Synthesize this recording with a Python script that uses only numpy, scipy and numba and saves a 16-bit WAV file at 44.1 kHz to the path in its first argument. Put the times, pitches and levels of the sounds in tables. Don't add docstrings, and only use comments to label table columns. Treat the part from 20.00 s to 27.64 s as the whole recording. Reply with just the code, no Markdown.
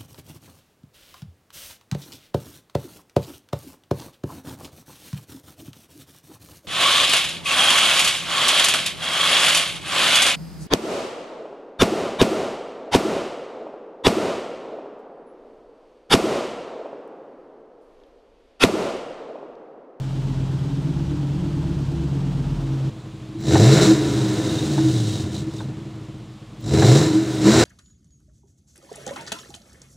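import sys
import numpy as np
from scipy import signal
from scipy.fft import rfft, irfft, next_fast_len
from scipy.io import wavfile
from scipy.ndimage import uniform_filter1d, minimum_filter1d
from numba import njit

SR = 44100
rng = np.random.default_rng(int(sys.argv[2]) if len(sys.argv) > 2 else 0)


def wav_record(signal):
    frames = np.transpose(np.atleast_2d(signal))
    bounded = np.clip(frames, -1, 1)
    quanta = np.round(bounded * 32767).astype(np.int16)
    wavfile.write(sys.argv[1], SR, quanta)


N = 336910
CUT_S, TOP_HZ = 2.899, 15700

# frequency_hz, level_db
FAST_WHIRR = [(320, -32), (550, -3), (620, 0.5), (740, -4), (850, -1), (1140, -7), (1350, -8),
              (2090, -14.5), (3100, -11.5), (4330, -15.5), (5000, -17), (8270, -23), (10100, -32.5),
              (12500, -35.5), (15800, -47)]
SLOW_WHIRR = [(260, -30), (450, -1.5), (990, -7), (1080, -3.5), (1240, -7.5), (1620, -14), (2530, -12),
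              (3360, -10.5), (4390, -15), (5730, -19.5), (7270, -20), (9370, -26.5), (15800, -43)]
# centre_s, pitch_hz, level_db
WHISTLES = [(3.41, 14950, -57), (4.495, 3780, -32.5), (4.59, 3690, -29), (4.99, 3670, -39),
            (5.2, 3660, -41), (5.365, 4030, -38), (5.595, 3670, -40.5), (6.61, 14950, -58)]
# start_s, peak_db
POPS = [(3.553, -10.5), (4.779, -19), (5.604, -26.5), (6.822, -11.5)]
# centre_hz, width_hz, gain_db
POP_MODES = [(430, 47, 8), (767, 300, 10), (1510, 460, 1), (2310, 1700, -21)]

# time_s, firing_hz
IDLE_SPEED = [(.47, 66.3), (1.1, 70.1), (2.2, 68.6), (2.9, 67.2)]
# centre_s, half_length_s, gain_db
SOFT_START = [(0, 0.17, -3)]
# multiple_of_engine_cycle, level_db
BOOM_ORDERS = [(5, -6), (6, -41), (8, -8.5), (12, -10), (13, -31), (14, -13.5), (16, 4.5), (17, -6.5),
               (18, -1.5), (19, -10.5), (21, -3), (22, -20), (24, -16)]
BARK_ORDERS = [(29, -11), (31, -4), (32, 1.5), (33, -8), (34, -1.5), (37, -24.5), (38, -3.5), (39, -2)]
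# frequency_hz, level_db
RUMBLE = [(25, -32), (45, -15.5), (80, 0), (100, -8), (120, -4), (145, -2), (215, -5.5), (280, -9.5),
          (302, -11), (330, -14), (365, -10), (420, -12), (540, -20.5), (900, -64.5)]

# press_s, opening_time_s, lift_s, closing_time_s, opening_fraction
BLIPS = [(3.363, .156, 3.832, .176, .978), (6.588, .155, 6.98, .26, 1), (7.398, .075, 8, .2, .875)]
# centre_s, half_length_s, depth_hz
IDLE_SAG = [(6.35, .35, 6)]
FIRING_BANK = [0, 1, 1, 0, 1, 0, 0, 1]
CYLINDER_DB = [-1.5, -2.6, -1.5, -7, -4.3, -3.5, -1, 0.5]
# centre_hz, width_hz, gain_db
BOOM_MODES = [(50.3, 15, -10.5), (111, 89, -6.5), (124.5, 44.4, 5), (194.2, 32.5, 1.5)]
HOOT_MODES = [(316.2, 22.4, 0)]
BARK_MODES = [(407.3, 72, 3.5), (477, 72, -3), (554, 37, -5), (615.4, 92, -5.5), (686, 72, -11)]
# centre_s, half_length_s, gain_db
BOOM_SWELLS = [(4.21, 0.1, 5), (5.24, 0.017, 5.5), (5.41, 0.052, 3.5), (5.67, 0.065, 5.5)]
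HOOT_SWELLS = [(3.355, .032, 15.7), (3.55, 0.028, 6.5), (3.91, 0.046, 10.1), (4.85, .08, 11.3),
               (5.48, 0.035, 7.1), (7.16, 0.072, 11.5), (7.46, 0.028, 11.6)]
# centre_s, half_length_s, gain_db
LULLS = [(6.42, 0.21, -3.5), (7.2, 0.21, -3.5)]
# frequency_hz, level_db
RASP = [(400, -19), (620, 1.5), (790, 0.5), (890, -1.5), (980, 5.5), (1110, -2.5), (1390, 0.5), (1500, 2),
        (1600, -3), (1730, 0.5), (1950, -3), (2110, -1.5), (2400, -7), (2900, -6.5), (4000, -34)]
# frequency_hz, level_db
HISS = [(1800, -19), (2700, -15.5), (3400, -9.5), (3950, 1.5), (4450, -9), (5000, -7), (5800, -6.5),
        (6500, -10.5), (7500, -5), (8300, -15.5), (9400, -18), (10500, -24.5), (15500, -34.5)]
# frequency_hz, level_db
RUSH = [(1800, -27), (2800, -8.5), (3400, -5.5), (3850, 2), (4450, -6.5), (5800, -6.5), (7500, -7.5),
        (9400, -15), (10500, -22), (15500, -30)]
# centre_s, half_length_s, level_db
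SPURTS = [(5.372, 0.058, -40), (5.575, 0.082, -46.5)]
# idle_db, coasting_db_per_doubling (of the speed above stall),
# full_throttle_db (at MID_HZ), full_throttle_db_per_doubling, throttle_exponent
DRONE_LAW = (-53, 8.2, -19.5, 5, 1.5)
BOOM_LAW = (-36, 3, -17.5, 0.5, 1)
HOOT_LAW = (-42.5, 5.5, -19.5, 2.6, 1.55)
BARK_LAW = (-50.5, 6, -20.5, 3, 1.85)
RASP_LAW = (-58.5, 6, -31.5, 7, 1.2)
HISS_LAW = (-63, 5, -28, 5, 0.61)

REST_HZ, MID_HZ, STALL_HZ = 52, 100, 38


def undb(db):
    return 10 ** (np.asarray(db) / 20)


def unit(x):
    return x / np.sqrt(np.mean(x ** 2))


def even(x, span_s):
    size = max(int(span_s * SR), 64)
    power = uniform_filter1d(uniform_filter1d(x ** 2, size), size)
    return x / np.sqrt(np.abs(power) + 1e-14)


def bell(x, centre, half_width):
    return np.exp(-((x - centre) / half_width) ** 2)


def swells(table):
    t = np.arange(N) / SR
    return sum(height * bell(t, centre_s, half_s) for centre_s, half_s, height in table)


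def walk(rate_hz):
    return np.interp(np.arange(N) / SR * rate_hz, np.arange(1000), 1.2 * rng.standard_normal(1000))


def colour(x, spectrum):
    hz, db = np.transpose(spectrum)
    size = next_fast_len(N + SR // 10, real=True)
    bins_hz = np.maximum(np.fft.rfftfreq(size, 1 / SR), 1)
    gain = undb(np.interp(np.log(bins_hz), np.log(hz), db))
    return unit(irfft(rfft(x, size) * gain, size)[:N])


def noise(spectrum):
    return colour(rng.standard_normal(N), spectrum)


@njit
def bandpass(x, hz, width_hz):
    y, band_state, low_state = np.empty(len(x)), 0., 0.
    for i in range(len(x)):
        step, damping = np.pi * hz[i] / SR, width_hz / hz[i]
        band = (band_state + step * (x[i] - low_state)) / (1 + step * (step + damping))
        band_state = 2 * band - band_state
        low_state += 2 * step * band
        y[i] = damping * band
    return y


def ring(x, modes, stretch=1):
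    shift = np.ones(N) * stretch
    return sum(undb(db) * bandpass(bandpass(x, hz * shift, float(width)), hz * shift, float(width))
               for hz, width, db in modes)


def fast_whirr(cycles):
    swell = 1 + 0.094 * np.cos(2 * np.pi * (2 * cycles + 0.26))
    return undb(-43.5) * unit(noise(FAST_WHIRR) * swell)


def slow_whirr():
    return undb(-50.5 - 0.28 * swells(IDLE_SAG)) * noise(SLOW_WHIRR)


def whistles(half_s=0.006, waver_hz=60):
    t = np.arange(N) / SR
    drift = waver_hz * np.cumsum(walk(120)) / SR
    return sum(np.sqrt(2) * undb(db) * bell(t, centre_s, half_s) * np.sin(2 * np.pi * (hz * t + drift))
               for centre_s, hz, db in WHISTLES)


def pops(decay_s=0.01):
    out, t = np.zeros(N), np.arange(N) / SR
    for start_s, peak_db in POPS:
        envelope = (t >= start_s) * np.exp(-np.abs(t - start_s) / decay_s)
        pop = ring(rng.standard_normal(N) * envelope + 1e-18, POP_MODES)
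        out += undb(peak_db) * pop / np.max(np.abs(pop))
    return out


def loudness(law, hz, throttle):
    idle_db, coast_slope_db, full_db, full_slope_db, exponent = law
    coasting = idle_db + coast_slope_db * np.log2((hz - STALL_HZ) / (REST_HZ - STALL_HZ))
    pulling = full_db + full_slope_db * np.log2(hz / MID_HZ)
    return coasting + (pulling - coasting) * throttle ** exponent


def overrun_air(flow, hz, throttle, threshold_hz=91.5, edge_hz=6.2):
    overrun = (1 - throttle) * (1 + np.tanh((hz - threshold_hz) / edge_hz)) / 2
    spurts = swells([(centre_s, half_s, undb(db)) for centre_s, half_s, db in SPURTS])
    rush = unit(noise(RUSH) * flow ** 0.4 * undb(0.9 * walk(45)))
    return (undb(-37) * overrun + spurts) * rush


def outlet_gas(pulses, flow, hz, throttle):
    turbulence = rng.standard_normal(N) * flow ** (0.13 + 0.57 * throttle)
    crack = 0.51 * throttle * even(pulses, 0.034)
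    rasp = colour(turbulence + crack, RASP)
    hiss = unit(noise(HISS) * flow ** 0.42 * undb(1.12 * walk(45)))
    return undb(loudness(RASP_LAW, hz, throttle)) * rasp + undb(loudness(HISS_LAW, hz, throttle)) * hiss


def orders(cycles, table, odd_lag, waver_db):
    tones = np.zeros(N)
    for order, db in table:
        phase = order * cycles - order % 2 * odd_lag
        tones += undb(db + waver_db * walk(7)) * np.cos(2 * np.pi * phase)
    return unit(tones)


def idling(bark_db_per_hz=1.3):
    hz = np.interp(np.arange(N) / SR, *np.transpose(IDLE_SPEED))
    cycles = np.cumsum(hz) / 8 / SR + 0.0025 * walk(34)
    start_db = swells(SOFT_START)
    bark_db = -11.5 + bark_db_per_hz * (hz - np.mean(hz)) + start_db
    boom = even(orders(cycles - .12, BOOM_ORDERS, odd_lag=1 / 4, waver_db=4.7), 0.07)
    bark = even(orders(cycles - .46, BARK_ORDERS, odd_lag=0, waver_db=5.5), 0.35)
    lope = 1 + 0.13 * np.cos(2 * np.pi * (cycles - .46))
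    exhaust = undb(-0.36) * boom + undb(bark_db) * bark + undb(-11) * lope * noise(RUMBLE)
    return undb(-23 + start_db) * exhaust + fast_whirr(cycles)


def pedal():
    t = np.arange(N) / SR
    return sum(opening * np.clip(np.minimum((t - press_s) / open_s, 1 - (t - lift_s) / close_s), 0, 1)
               for press_s, open_s, lift_s, close_s, opening in BLIPS)


def flywheel(throttle, pull_hz_per_s=385, drag_hz_per_s=104.9, catch_hz=31.2, hop=100):
    hz, track = REST_HZ, []
    for opening, rest_hz in zip(throttle[::hop], REST_HZ - swells(IDLE_SAG)[::hop]):
        pull = pull_hz_per_s * np.sqrt(opening) * (hz / MID_HZ) ** .387
        drag = drag_hz_per_s * np.tanh((hz - rest_hz) / catch_hz)
        hz += (pull - drag) * hop / SR
        track.append(hz)
    return np.interp(np.arange(N), np.arange(0, N, hop), track)


def firings(hz, bank_lag_ms, bank_db=-3.5, scatter_db=2.5, jitter_ms=0.28, uneven=0.58):
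    count = np.cumsum(hz) / SR
    firing = np.arange(int(count[-1]))
    timing_error, strength_error = rng.standard_normal((2000, 2))[firing].T
    far = np.array(FIRING_BANK)[firing % 8]
    loose = np.sqrt(np.max(hz) / np.interp(firing, count, hz))
    delay_ms = far * np.interp(firing, count, bank_lag_ms) + jitter_ms * loose * timing_error
    arrival = np.clip(np.interp(firing, count, np.arange(N)) + delay_ms * SR / 1000, 0, N - 2)
    cylinder_db = uneven * np.array(CYLINDER_DB)[firing % 8]
    strength = undb(far * bank_db + cylinder_db + scatter_db * loose * strength_error)
    whole, part = arrival.astype(int), arrival % 1
    return np.bincount(whole, strength * (1 - part), N) + np.bincount(whole + 1, strength * part, N)


def puffs(pulses, decay_ms):
    return even(signal.lfilter([1], [1, -np.exp(-1000 / (decay_ms * SR))], pulses), 0.018)


def drone(hz, throttle, bank_lag_ms, in_tune, upper_hz=207, upper_width_hz=33):
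    slip = np.pi * hz * bank_lag_ms / 1000
    surge = np.cos(slip) * np.cos(2 * np.pi * np.cumsum(hz) / SR - slip)
    low_db = 13.5 * in_tune * (1 - 0.61 * throttle)
    upper_db = 5.5 * throttle * bell(hz, upper_hz, upper_width_hz)
    return undb(loudness(DRONE_LAW, hz, throttle) + low_db + upper_db) * surge


def quiet_pipe(pulses, flow, hz, throttle, in_tune):
    stretch = 1 + 0.031 * throttle

    def voice(modes, law, turbulence, span_s):
        drive = even(pulses, 0.44) + turbulence * flow * rng.standard_normal(N)
        return undb(loudness(law, hz, throttle)) * even(ring(drive, modes, stretch), span_s)

    boom = voice(BOOM_MODES, BOOM_LAW, turbulence=0.6, span_s=0.048)
    hoot = voice(HOOT_MODES, HOOT_LAW, turbulence=0.25, span_s=0.062)
    bark = voice(BARK_MODES, BARK_LAW, turbulence=1.0, span_s=0.072)
    return undb(4.3 * in_tune + swells(BOOM_SWELLS)) * boom + undb(swells(HOOT_SWELLS)) * hoot + bark


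def revving(resonance_hz=121, width_hz=31):
    throttle = pedal()
    hz = flywheel(throttle)
    bank_lag_ms = 2.1 - throttle
    pulses = firings(hz, bank_lag_ms)
    flow = puffs(pulses, decay_ms=8.3)
    in_tune = bell(hz, resonance_hz, width_hz)
    tones = drone(hz, throttle, bank_lag_ms, in_tune) + quiet_pipe(pulses, flow, hz, throttle, in_tune)
    gas = outlet_gas(pulses, flow, hz, throttle) + overrun_air(flow, hz, throttle)
    return undb(swells(LULLS)) * (tones + gas) + slow_whirr()


def scene():
    after_cut = np.clip((np.arange(N) / SR - CUT_S) / .003 + .5, 0, 1)
    mono = (1 - after_cut) * idling() + after_cut * revving() + pops() + whistles()
    return np.array([mono, mono])


def record(dry):
    needed_gain = 1 / np.maximum(np.abs(dry) / .97, 1)
    gain = uniform_filter1d(minimum_filter1d(needed_gain, size=201), size=201)
    return signal.sosfilt(signal.ellip(10, .1, 80, TOP_HZ, fs=SR, output="sos"), gain * dry)


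dry = scene()
out = record(dry)
wav_record(out)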